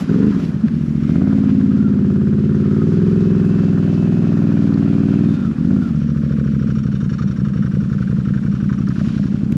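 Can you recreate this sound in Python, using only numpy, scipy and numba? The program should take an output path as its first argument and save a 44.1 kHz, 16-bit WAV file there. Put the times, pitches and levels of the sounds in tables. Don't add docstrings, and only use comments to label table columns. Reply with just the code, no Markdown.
import sys
import numpy as np
from scipy import signal
from scipy.fft import rfft, irfft
from scipy.io import wavfile
from scipy.ndimage import uniform_filter1d
from numba import njit

SR = 44100
rng = np.random.default_rng(int(sys.argv[2]) if len(sys.argv) > 2 else 0)


def gain_from_decibels(decibels):
    exponent = np.asarray(decibels, float) / 20
    return 10 ** exponent


def bounce(signal):
    frames = np.transpose(np.atleast_2d(signal))
    limited = np.clip(frames, -1, 1)
    pcm = np.round(limited * 32767).astype(np.int16)
    wavfile.write(sys.argv[1], SR, pcm)


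N = 422026
T = np.arange(N) / SR


# (time [s], four-stroke cycle rate [Hz])
SPEED = [(0.0, 18.008), (0.065, 18.626), (0.278, 26.928), (0.408, 17.783), (0.606, 14.26), (1.05, 13.903),
         (1.284, 18.486), (1.899, 17.583), (2.691, 18.048), (3.091, 21.374), (5.063, 19.045),
         (5.278, 20.405), (5.562, 14.142), (5.754, 18.152), (5.999, 14.012), (6.609, 12.935),
         (7.076, 11.032), (9.57, 11.427)]
# (time [s], change of cycle rate [Hz])
SPEED_BUMPS = [(0.48, 3.436), (1.832, 0.492), (2.513, 0.506), (3.636, 0.355), (3.838, -0.396), (4.128, 0.575),
               (4.428, 0.241), (4.961, 0.191), (7.449, 0.609), (7.978, -0.062), (8.296, 0.198), (9.104, -0.489),
               (9.524, -0.535)]


def crank_phase():
    cycles_hz = track(SPEED, T)[0] + swells([(s, .09, hz) for s, hz in SPEED_BUMPS], T)
    return .171 + np.cumsum(cycles_hz) / SR


REAR_CYCLES = dict(base=.372, revs=.008, damped=.003)
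REAR_DB = dict(base=-1.5, flow=-5, clear=1.5, damped=3.5, revs=0.5, shut=0)
# (time [s], level [dB])
MISFIRES = [(.01, -13), (.025, -11), (.045, -11), (.065, -20), (.325, -11), (.348, -2), (.394, -5),
            (.412, -10), (.443, -11), (.606, -5.5), (.63, -12), (5.362, -19), (5.397, -5), (5.543, -26.5),
            (5.847, -13), (5.886, -6), (9.379, -5), (9.202, -0.5), (.297, -2), (.46, -2), (.51, -6),
            (.697, -10.5)]
# (time [s], delay after the front firing [cycles])
SUCTION = [(0, .64), (.19, .67), (.29, .69), (.4, .63), (.58, .565), (.72, .575), (.86, .59), (1.1, .61),
           (1.39, .603), (2.16, .605), (2.7, .602), (3.1, .645), (3.6, .64), (4.15, .615), (4.93, .616),
           (5.8, .615), (6.15, .58), (6.5, .58), (6.9, .655), (9.57, .655)]


def strokes(phase):
    cycle = np.arange(0, int(phase[-1]) + 1)
    front = np.interp(cycle, phase, T)
    rough_db, shut = track(BURN, front)
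    chance = rng.standard_normal((8, len(cycle)))
    uneven = rough_db * chance
    idle = np.clip(rough_db - 1, 0, 1) * shut ** 4
    lope = idle * (-1) ** cycle
    rear_delay = follow(REAR_CYCLES, front) + .0015 * uneven[0] + .0125 * lope - .013 * idle
    back = np.interp(cycle + rear_delay, phase, T)
    fires = np.r_[front, back]
    rear_db = follow(REAR_DB, back) + .4 * uneven[2] + 1.8 * lope - 1.8 * idle
    uneven_db = np.r_[.2 * uneven[1], rear_db]
    for s, weak_db in MISFIRES:
        uneven_db[np.argmin(abs(fires - s))] = weak_db
    gulp_delay = track(SUCTION, front)[0] + .031 * lope + .003 * uneven[3]
    gulp = np.interp(cycle + gulp_delay, phase, T)
    return dict(front=front, back=back, fires=fires, gulp=gulp, idle=idle, lope=lope,
                chance=chance, uneven=uneven, uneven_db=uneven_db)


def by_cylinder(e, front, rear):
    return np.r_[front + 0 * e["front"], rear + 0 * e["back"]]


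EXHAUST_DB = dict(base=-17.5, flow=6, clear=3, revs=0.05, shut=3)
PUFF_HZ = dict(base=172.1, clear=24.1, shut=-9.5, scatter=3.73)
PUFF_RISE_MS = dict(base=3.53, shut=0.048, damped=-0.14, clear=-1)
PUFF_FALL_MS = dict(base=2, shut=-0.073, damped=0.033, clear=-0.45)
ECHO_MS = dict(base=14.9, revs=-2.31, clear=-0.65, damped=-0.91, shut=0.45)
ECHO_DB = dict(base=-3.5, clear=-8.5, damped=1.4, shut=-2.5, revs=0.56)
REAR_ECHO_DB = dict(base=-4.5, clear=-3.4, damped=1, shut=2)
# (time [s], half width [s], change [Hz])
HOT_PUFFS = [
    (.2, .1, 13.5),
    (.75, .2, 4.1),
    (1.5, .3, 8),
    (3.0, .3, 2),
    (4.1, .3, 3),
    (4.9, .3, 4.3),
    (6.35, .3, 8),
]


def exhaust(e):
    fires, idle = e["fires"], e["idle"]
    size_db = follow(EXHAUST_DB, fires) + 8.5 + e["uneven_db"]
    hz = follow(PUFF_HZ, fires)
    echo_s = follow(ECHO_MS, fires) / 1000
    rise_ms = follow(PUFF_RISE_MS, fires) + by_cylinder(e, 0, .81)
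    pipe = puffs(fires, size_db, hz + swells(HOT_PUFFS, fires), rise_ms, follow(PUFF_FALL_MS, fires))
    rear_echo_db = follow(REAR_ECHO_DB, e["back"]) + 5.5 * idle + 1.8 * e["lope"]
    echo_db = size_db + follow(ECHO_DB, fires) + by_cylinder(e, 0, rear_echo_db)
    echo_hz = .82 * hz * by_cylinder(e, 1, 1 + .2 * idle)
    pipe += puffs(fires + echo_s, echo_db, echo_hz, 4.5, by_cylinder(e, 1.98, 1.98 + 4 * idle))
    return pipe + puffs(fires + 2 * echo_s, size_db - 27, .31 * hz, .98, 8.7)


GULP_DB = dict(base=-7.5, flow=-3.5, revs=8.5, damped=-3.5)
BOX_HZ = dict(base=219.2, shut=-4.8, damped=8, clear=10, revs=-13)
BOX_RISE_MS = dict(base=3.03, shut=0.52, damped=0.1, revs=0.1)
BOX_RING_MS = dict(base=21.5, damped=-20.5)
SECOND_GULP_DB = dict(base=-15, shut=4, damped=3, revs=-0.5)
# (time [s], half width [s], level on the gulp [dB])
BOOMS = [(0.382, 0.014, 4), (0.64, 0.011, 15.5), (0.71, 0.83, -7), (1.62, 0.39, 8), (5.5, 0.1, -2.5),
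         (0.46, .02, 0), (.72, .02, 6.5), (.79, .02, 5.5), (.857, .02, -1), (8.95, .03, -0.5),
         (4.95, .3, 2.5), (4.5, 0.22, 2.5)]
# (time [s], half width [s], change of note [Hz], change of ring [ms])
BOX_SHIFTS = [
    (1.49, .25, 14, 1.5),
    (2.301, 0.28, 0.56, -1.3),
    (3.1, .25, 0.5, 1.4),
    (3.8, .2, 9.5, -1),
    (4.341, .25, 6.1, -0.5),
    (4.954, 0.28, 13, -0.5),
    (.2, 0.15, 18, 0.5),
    (0.757, .2, 12, 0),
    (6.35, 0.45, 9.5, -1.5),
]


def air_box(e):
    gulp, idle, lope, uneven = e["gulp"], e["idle"], e["lope"], e["uneven"]
    out_db = follow(EXHAUST_DB, gulp)
    gulp_db = out_db + 10.5 + follow(GULP_DB, gulp) + swells(BOOMS, gulp)
    gulp_db = gulp_db + .55 * uneven[4] + .24 * lope - 2.5 * idle
    shift_hz = swells([(s, w, hz) for s, w, hz, ms in BOX_SHIFTS], gulp)
    shift_ms = swells([(s, w, ms) for s, w, hz, ms in BOX_SHIFTS], gulp)
    box_hz = (follow(BOX_HZ, gulp) + shift_hz) * (1 + .012 * uneven[5]) * (1 - .043 * idle)
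    rise_ms = follow(BOX_RISE_MS, gulp) + 3.8 * idle
    ring_ms = (follow(BOX_RING_MS, gulp) + shift_ms) * gain_from_decibels(uneven[6] - 1.2 * lope - .66 * idle)
    box = -puffs(gulp, gulp_db, box_hz, rise_ms, np.clip(ring_ms, 2, 23), glide=.62 * idle)
    second_db = out_db + 11 + follow(SECOND_GULP_DB, gulp) - 3.5 * idle + .8 * uneven[1]
    box += puffs(gulp + 12.75 / 1000, second_db, 1.28 * follow(PUFF_HZ, gulp), 1.5, 2.1)
    boom = level(noise_band(follow(PUFF_HZ, T), 110., 130.), 0)
    rough_db, shut = track(BURN, T)
    return box + gain_from_decibels(follow(EXHAUST_DB, T) - 25 + 6 * rough_db - 5 * shut ** 4) * boom


HEADER_DB = dict(base=-44.5, flow=20, revs=1.3)
HEADER_HZ = dict(base=329.3, revs=43.5)
# (time [s], front lead [ms], rear lead [ms])
HEADER_LEAD = [(0, 2.9, 2.9), (.3, 2.4, 2.6), (1.0, 2.4, 3.6), (1.5, 2.4, 4.5), (2.3, 2.25, 5.1),
               (2.7, 2.36, 4.3), (3.0, 2.36, 3.54), (3.5, 2.75, 2.8), (3.8, 2.94, 3.05), (4.3, 2.34, 2.7),
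               (4.55, 2.8, 3.3), (4.95, 2.5, 2.86), (5.3, 3.1, 3), (5.9, 1.7, 3.7), (9.57, 3.2, 4.2)]
# (time [s], half width [s], level [dB])
HEADER_SWELLS = [
    (.2, 0.063, 2),
    (1.45, 0.25, -8.5),
    (2.5, 0.36, 1),
    (3.2, 0.26, 5),
    (4, 0.44, 1.5),
    (5.1, 0.52, -3),
    (5.75, 0.23, -8.5),
]
# (time [s], half width [s], change [Hz])
HEADER_REVVED = (.2, 0.11, 36)


def headers(e):
    fires, gulp = e["fires"], e["gulp"]
    lead_ms = by_cylinder(e, track(HEADER_LEAD, e["front"])[0], track(HEADER_LEAD, e["back"])[1])
    ring_db = follow(HEADER_DB, fires) + e["uneven_db"]
    hz = (follow(HEADER_HZ, fires) + swells([HEADER_REVVED], fires)) * by_cylinder(e, 1, 1.01)
    fire_db = ring_db + swells(HEADER_SWELLS, fires) + 9 + by_cylinder(e, 0, 3)
    ring = puffs(fires - lead_ms / 1000, fire_db, hz, by_cylinder(e, 2.8, 3.6), by_cylinder(e, 2.6, 7))
    gulp_db = follow(HEADER_DB, gulp) - 4.5 + 5 * e["idle"] + 3 * e["lope"]
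    ring += puffs(gulp + .003, gulp_db, 340, .59, 13)
    return ring - puffs(fires + .00216, ring_db - 5.5, 510, 8.7, 3.9)


BARK_DB = dict(base=-60.5, flow=15, damped=12, shut=15)
# (time [s], half width [s], level on the bark [dB])
BARK_SWELLS = [(.62, 0.37, -1), (2.9, 0.33, -6), (4.05, 0.29, 4.5), (5.48, 0.084, -15), (8.75, 0.21, -10.5),
               (9.45, 0.2, -8.5), (6.35, 0.16, 3), (.2, 0.17, -7), (1.7, 0.13, -4), (2.4, 0.27, -2),
               (9.015, .01, 3), (9.075, 0.011, -4), (9.165, 0.011, -10), (9.198, 0.0083, 2.5), (9.255, .012, -8),
               (4.17, 0.016, -1), (4.37, 0.018, -3)]


def bark(e):
    chance = e["chance"]
    edge = e["fires"] - .0047
    soft = track(BURN, edge)[1]
    rear_luck = chance[6] - 5 + 4 * track(BURN, e["back"])[1] + .5 * e["idle"] + 2 * e["lope"]
    edge_db = follow(BARK_DB, edge) + swells(BARK_SWELLS, edge) + 12 + e["uneven_db"]
    edge_db = edge_db + 1.5 * np.r_[chance[7], rear_luck]
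    edge_hz = 620 - 165 * soft + swells([(9.1, .3, 140)], edge)
    edges = -puffs(edge, edge_db, edge_hz, .3 + 1.2 * soft, 1.4 + 1.6 * soft)
    shut = track(BURN, T)[1]
    rasp = level(noise_band(520, 220., 220.), 0)
    rasp = rasp - shut * svf(rasp, 820 + 0 * T, 400.)
    blowing = .25 + puffs(e["fires"], 0, 1, 3, 7) + puffs(e["gulp"], -3, 1, 4, 9)
    rasp_db = follow(BARK_DB, T) + swells(BARK_SWELLS, T) - 4 - 5 * shut + 1.5 * walk(40)
    return edges + gain_from_decibels(rasp_db) * blowing * rasp


CRACK_DB = dict(base=-63, labour=35.5)
# (time [s], half width [s], level [dB])
KNOCKS = [(.092, .01, 0), (.14, .012, 3), (1.09, 0.028, 11), (1.3, 0.072, 4), (1.381, .02, -6),
          (1.49, .02, 11), (1.8, 0.085, 10), (1.99, 0.023, 9), (2.103, .02, 2), (2.41, 0.059, -2.5),
          (2.74, 0.062, 5), (2.818, 0.011, 7), (4.02, .06, -4), (4.17, 0.05, -13), (4.37, 0.025, -11),
          (4.75, 0.027, 7), (4.93, .02, 1), (5.14, .02, -2), (5.27, .07, -7), (5.76, .03, 0)]


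def crack(e):
    front, chance = e["front"], e["chance"]
    crack_db = follow(CRACK_DB, front) + swells(KNOCKS, front - .0045) + 2.5 + .7 * chance[5]
    return puffs(front - .005, crack_db, 1350 * gain_from_decibels(.5 * chance[4]), .25, 1.6)


HISS_DB = dict(base=-59.5, flow=3, revs=-8.5)
# (centre [Hz], width [Hz], level [dB])
DUCT = [(1070, 50, -8), (1290, 75, 0), (1450, 70, -1), (1600, 80, -4), (1760, 90, -11), (2330, 110, -15),
        (2920, 100, -17), (4330, 90, -20), (5580, 150, -15), (3650, 110, -18), (6770, 100, -24)]
# (time [s], half width [s], level over the hiss [dB])
SUCKS = [(.2, .06, 18), (1.07, 0.048, 6.5), (6.25, 0.26, 1.5), (7.2, 0.053, 5.5), (8.56, 0.033, 2.5),
         (8.82, 0.016, -8), (9.09, 0.093, 2.5), (9.26, 0.044, 3.5), (9.5, 0.15, -10), (.045, 0.011, 9),
         (.4, .015, 17), (7.6, 0.22, 0.5), (8.1, 0.26, -1.5), (8.35, 0.094, 1.5), (8.69, .03, 3.5)]
# (time [s], half width [s], level [dB])
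DUCT_TOP = [
    (6.4, .25, -3.5),
    (7.1, 0.38, 3.5),
    (7.7, 0.16, -2.5),
    (8.45, 0.21, -1.5),
    (9.1, 0.23, 1),
]
# (time [s], half width [s], level [dB])
DUCT_WET = (10, .3, 13)


def throttle(phase):
    gate, sag = 0, 1
    strength = gain_from_decibels(rng.standard_normal((int(phase[-1]) + 1, 2)))
    for k, (opens, lasts, db, fall) in enumerate([(.071, .21, 2.2, .038), (.665, .22, 1.5, .14)]):
        u = (phase - opens) % 1 / lasts
        sag = sag + fall * np.where(u < 1.5, .5 - u, 0)
        stroke = np.clip(u * 12, 0, 1) * np.clip(1.5 - .72 * u, 0, 1) ** 2
        gate = gate + gain_from_decibels(db) * strength[phase.astype(int), k] * stroke
    duct = 0
    for hz, width, db in DUCT:
        centre = hz * (1 + .007 * walk(12)) * (sag if hz < 2000 else 1)
        note_db = db + 2 * walk(13)
        if hz > 2500:
            note_db = note_db + swells(DUCT_TOP, T)
        elif hz > 2000:
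            note_db = note_db + swells([DUCT_WET], T)
        duct = duct + gain_from_decibels(note_db) * noise_band(centre, 2.2 * width, 6. * width)
    hiss_db = follow(HISS_DB, T) + swells(SUCKS, T) + 16
    return track(BURN, T)[1] * gain_from_decibels(hiss_db) * level(gate * duct, 0)


# (multiple of the cycle rate, level with the throttle shut [dB])
ROCKING = [(3, -41.5), (4, -36.5), (5, -35), (6, -41.5), (8, -34.5)]
# (time [s], half width [s], level [dB])
LURCHES = [
    (0.005, 0.022, -21),
    (0.434, .05, -31.5),
    (0.89, .15, -38),
    (5.456, 0.034, -41.5),
    (5.872, 0.044, -40),
]


def frame(phase):
    thud = level(svf(rng.standard_normal(N), 62 + 0 * T, 38.), 0)
    thud = thud * swells([(s, w, gain_from_decibels(db)) for s, w, db in LURCHES], T)
    rocking = sum(gain_from_decibels(db + 2.4 * walk(8.1)) * np.sin(2 * np.pi * k * phase) for k, db in ROCKING)
    return thud + track(BURN, T)[1] * rocking


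# (time [s], length [s], level [dB], start [Hz], top [Hz])
SQUEALS = [
    (1.752, .18, -43, 1265, 1440),
    (1.708, .018, -44, 1270, 1270),
    (2.638, .2, -47, 1265, 1270),
    (5.368, .13, -42.5, 1440, 1370),
    (5.772, 0.13, -43, 1400, 1408),
]


def belt():
    settled_hz, width_hz, upper = 1265., 50., 2.6
    hz, gain = np.full(N, settled_hz), np.zeros(N)
    for s, lasts, db, start_hz, top_hz in SQUEALS:
        on = np.clip(np.minimum(T - s, s + lasts - T) / .01 + 1, 0, 1) ** 2
        glide = np.interp(T, [s, s + .443 * lasts, s + lasts], [start_hz, top_hz, settled_hz])
        hz = np.where(on > 0, glide, hz)
        gain += on * gain_from_decibels(db + 1)
    hz = hz * (1 + .012 * walk(80))
    note = level(noise_band(hz, width_hz, 4 * width_hz), 0)
    note = note + level(noise_band(upper * hz, upper * width_hz, 4 * upper * width_hz), -24)
    return gain * gain_from_decibels(2 * walk(40)) * note


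def cycle_beat(phase):
    return gain_from_decibels(np.cos(2 * np.pi * (phase - .03)) + .62 * np.cos(4 * np.pi * (phase - .05)))


CLATTER_DB = dict(base=-49, revs=5, damped=6)
# (frequency [Hz], level [dB per Hz])
CLATTER = [(440, -25.5), (750, -17.5), (819, -3), (947, 1), (1030, 3.5), (1400, 4.5), (1830, -0.5),
           (1990, -11), (2400, -14), (3120, -50.5), (5280, -120)]


def clatter(phase):
    shut = track(BURN, T)[1]
    casing = coloured(rng.standard_normal(N) * gain_from_decibels(2 * walk(60)), CLATTER)
    casing = casing - .97 * shut * svf(casing, 810 + 0 * T, 420.)
    ring = level(svf(rng.standard_normal(N), 1445 * (1 + .0081 * walk(1.8)), 140.), -8.5)
    return cycle_beat(phase) * gain_from_decibels(follow(CLATTER_DB, T) - 2.5) * (casing + ring * (1 - shut))


WASH_DB = dict(base=-55, revs=2, damped=5)
# (time [s], half width [s], level over the wash [dB])
SURGES = [
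    (0.1, 0.045, 3.5),
    (.44, 0.033, 5),
    (1.1, 0.047, 4),
    (2.2, 0.3, 0),
    (9.08, 0.14, 7.5),
]


def churn(phase):
    return cycle_beat(phase) * gain_from_decibels(follow(WASH_DB, T) + swells(SURGES, T) + 1.06)


# (time [s], half width [s], note [Hz], width [Hz], level [dB])
GEARS = [
    (3.5, .3, 2620, 55, -5),
    (4.0, .15, 2600, 60, -5),
    (4.3, .18, 2520, 100, -5),
    (4.6, .18, 2380, 150, -5),
    (5.1, .3, 2480, 140, -5),
    (5.15, .25, 2630, 60, -9),
    (5.36, .1, 3620, 55, -6),
    (3.9, .15, 2950, 60, -10),
    (1.3, .3, 2050, 200, -7),
    (1.1, 0.2, 2100, 230, -3),
]


def gear_case(phase):
    hum = 0
    for s, half_s, hz, width, db in GEARS:
        note = svf(rng.standard_normal(N), hz * (1 + .011 * walk(5.7)), 1. * width)
        hum = hum + swells([(s, half_s, 1)], T) * level(note, db)
    return churn(phase) * hum


# (frequency [Hz], level [dB per Hz])
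WASH = [(1060, -26.5), (1800, -2.5), (2000, 1.5), (2190, -1), (2550, 0.5), (2780, -1.5), (3040, -1.5),
        (3640, -5), (3970, -5.5), (5080, -7.5), (7250, -13.5), (8910, -29.5), (9800, -17), (10400, -18.5),
        (11900, -45.5), (15500, -69), (22000, -120)]


def wash(phase):
    water = 0
    for hz in (2500., 5000., 10000.):
        drops = rng.standard_normal(N) * (1 + 1.8 * (rng.random(N) < 500 / SR))
        water = water + gain_from_decibels(1.7 * walk(25)) * svf(drops, hz + 0 * T, hz)
    return churn(phase) * coloured(water, WASH)


# (time [s], peak level [dB], centre [Hz])
SPLASHES = [
    (0.681, -31.5, 1630),
    (4.739, -38, 4130),
    (8.886, -38, 4940),
    (9.5221, -31.5, 2220),
]


def splashes():
    s, db, hz = np.transpose(SPLASHES)
    centre = np.clip(np.interp(T, s, hz), 500, 9000)
    spray = level(noise_band(centre, 1200., 2000.), 0)
    tick = level(svf(rng.standard_normal(N), 5000 + 0 * T, 6000.), 0)
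    slap = puffs(s + .0019, db - .5, 9.2, .96, 2.3) * spray
    return slap + puffs(s[-2:], db[-2:] - 8, 10, .5, 1.5) * tick


def microphone_hiss():
    return level(noise_band(8200, 5000., 4200.), -67.5)


# (time [s], gas flow [0-1], labouring against the mud [0-1])
LOAD = [(0, 0.6, 0.05), (.1, 0.76, 0.94), (.3, 0.52, 0.36), (.43, 0, 0.65), (.65, 0.01, 0.1),
        (1.0, 0.37, 0), (1.15, 0.91, 1), (1.8, 0.68, 0.17), (2.1, 0.81, 0.88), (2.801, 0.9, 0.79),
        (3.05, 0.77, 0.7), (3.6, 0.63, 0.54), (5.298, 0.75, 0.87), (5.52, 0, 0.8), (5.7, 1, 0.95),
        (5.92, 0.2, 0.8), (6.45, 0.46, 0.7), (7.0, 0.29, .12)]
# (time [s], tail pipe clear of the water [0-1], air box walls damped by water [0-1])
WADE = [(0, 0.4, 0.88), (.3, 1, 0.87), (0.599, 0.03, 0.5), (1.0, 0.6, 0.26), (1.198, .95, 0.84),
        (1.898, 0.5, 0.58), (2.298, 0.1, 0.38), (2.8, 0.4, 0.8), (3.1, 0, 0.82), (3.999, 0.3, 0.83),
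        (5.199, 0.8, 0.93), (5.45, 0.3, 0.56), (5.75, 1.05, 0.61), (5.92, 0, 0.52), (6.397, 0, 0.27),
        (6.9, 0, 0.2), (8, -.1, 0.3), (9.57, 0.7, 0.3)]
# (time [s], cycle-to-cycle scatter [dB], throttle shut [0-1])
BURN = [(0, 2, .3), (.1, 1, .1), (.3, 1, .1), (.4, 3, .4), (.68, 2.5, .4), (.8, 1, .5), (1.1, .8, .5),
        (1.3, .35, .1), (5.25, .35, .1), (5.4, 2.5, .3), (5.55, 2.5, .3), (5.65, .8, .1), (5.82, .8, .1),
        (5.88, 2.5, .5), (6.05, .8, .8), (6.6, .8, 1), (6.9, 2, 1), (9.57, 2.3, 1)]


def follow(law, t):
    flow, labour = track(LOAD, t)
    clear, damped = track(WADE, t)
    scatter, shut = track(BURN, t)
    revs = (track(SPEED, t)[0] - 11) / 10
    control = dict(base=1, flow=flow, labour=labour, clear=clear, damped=damped,
                   scatter=scatter, shut=shut, revs=revs)
    return sum(change * control[name] for name, change in law.items())


def track(table, t):
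    s, *columns = np.transpose(table)
    return [np.interp(t, s, column) for column in columns]


def swells(rows, t):
    return sum(h * np.exp(-.5 * ((t - s) / w) ** 2) for s, w, h in rows)


def puffs(times, db, hz, rise_ms, fall_ms, glide=0):
    tail = 4400
    out = np.zeros(N + tail)
    for t, gain, f, rise, fall, bend in np.broadcast(times, gain_from_decibels(db), hz, rise_ms, fall_ms, glide):
        if rise / 200 < t < N / SR:
            i = int(t * SR) + np.arange(-int(rise * SR / 200), min(tail, int(fall * SR / 200)))
            u = i / SR - t
            bell = np.exp(-.5 * (u * 1000 / np.where(u < 0, rise, fall)) ** 2)
            out[i] += gain * np.cos(2 * np.pi * f * u * (1 + bend * u)) * bell
    return out[:N]


def level(x, db):
    return x * gain_from_decibels(db) / np.sqrt(np.mean(x ** 2))


@njit
def svf(x, hz, width):
    y, b, l = np.empty(len(x)), 0., 0.
    for i in range(len(x)):
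        g, k = np.tan(np.pi * hz[i] / SR), width / hz[i]
        v = (b + g * (x[i] - l)) / (1 + g * (g + k))
        b, l, y[i] = 2 * v - b, l + 2 * g * v, k * v
    return y


def noise_band(hz, width, second_width):
    centre = hz + 0 * T
    return svf(svf(rng.standard_normal(N), centre, width), centre, second_width)


def walk(rate):
    k = int(SR / rate)
    held = np.repeat(rng.standard_normal(N // k + 1), k)
    return 1.3 * uniform_filter1d(uniform_filter1d(held, k), k)[:N]


def coloured(x, spectrum):
    hz, db = np.transpose(spectrum)
    f = np.arange(N // 2 + 1) * SR / N + 1
    return level(irfft(rfft(x) * gain_from_decibels(np.interp(np.log(f), np.log(hz), db)), N), 0)


def scene():
    phase = crank_phase()
    e = strokes(phase)
    engine = exhaust(e) + air_box(e) + headers(e) + bark(e) + crack(e)
    machine = throttle(phase) + frame(phase) + belt() + clatter(phase) + gear_case(phase)
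    return (engine + machine + wash(phase) + splashes() + microphone_hiss())[None]


def top_cut(x):
    return signal.sosfilt(signal.butter(12, 13800, fs=SR, output="sos"), x)


def record(dry):
    x = signal.sosfilt(signal.butter(3, 58, "high", fs=SR, output="sos"), dry)
    x = signal.lfilter(*signal.iirnotch(9100, 9, fs=SR), x)
    x = np.tanh(.48 * x) / .57
    return top_cut(x)


dry = scene()
out = record(dry)
bounce(out)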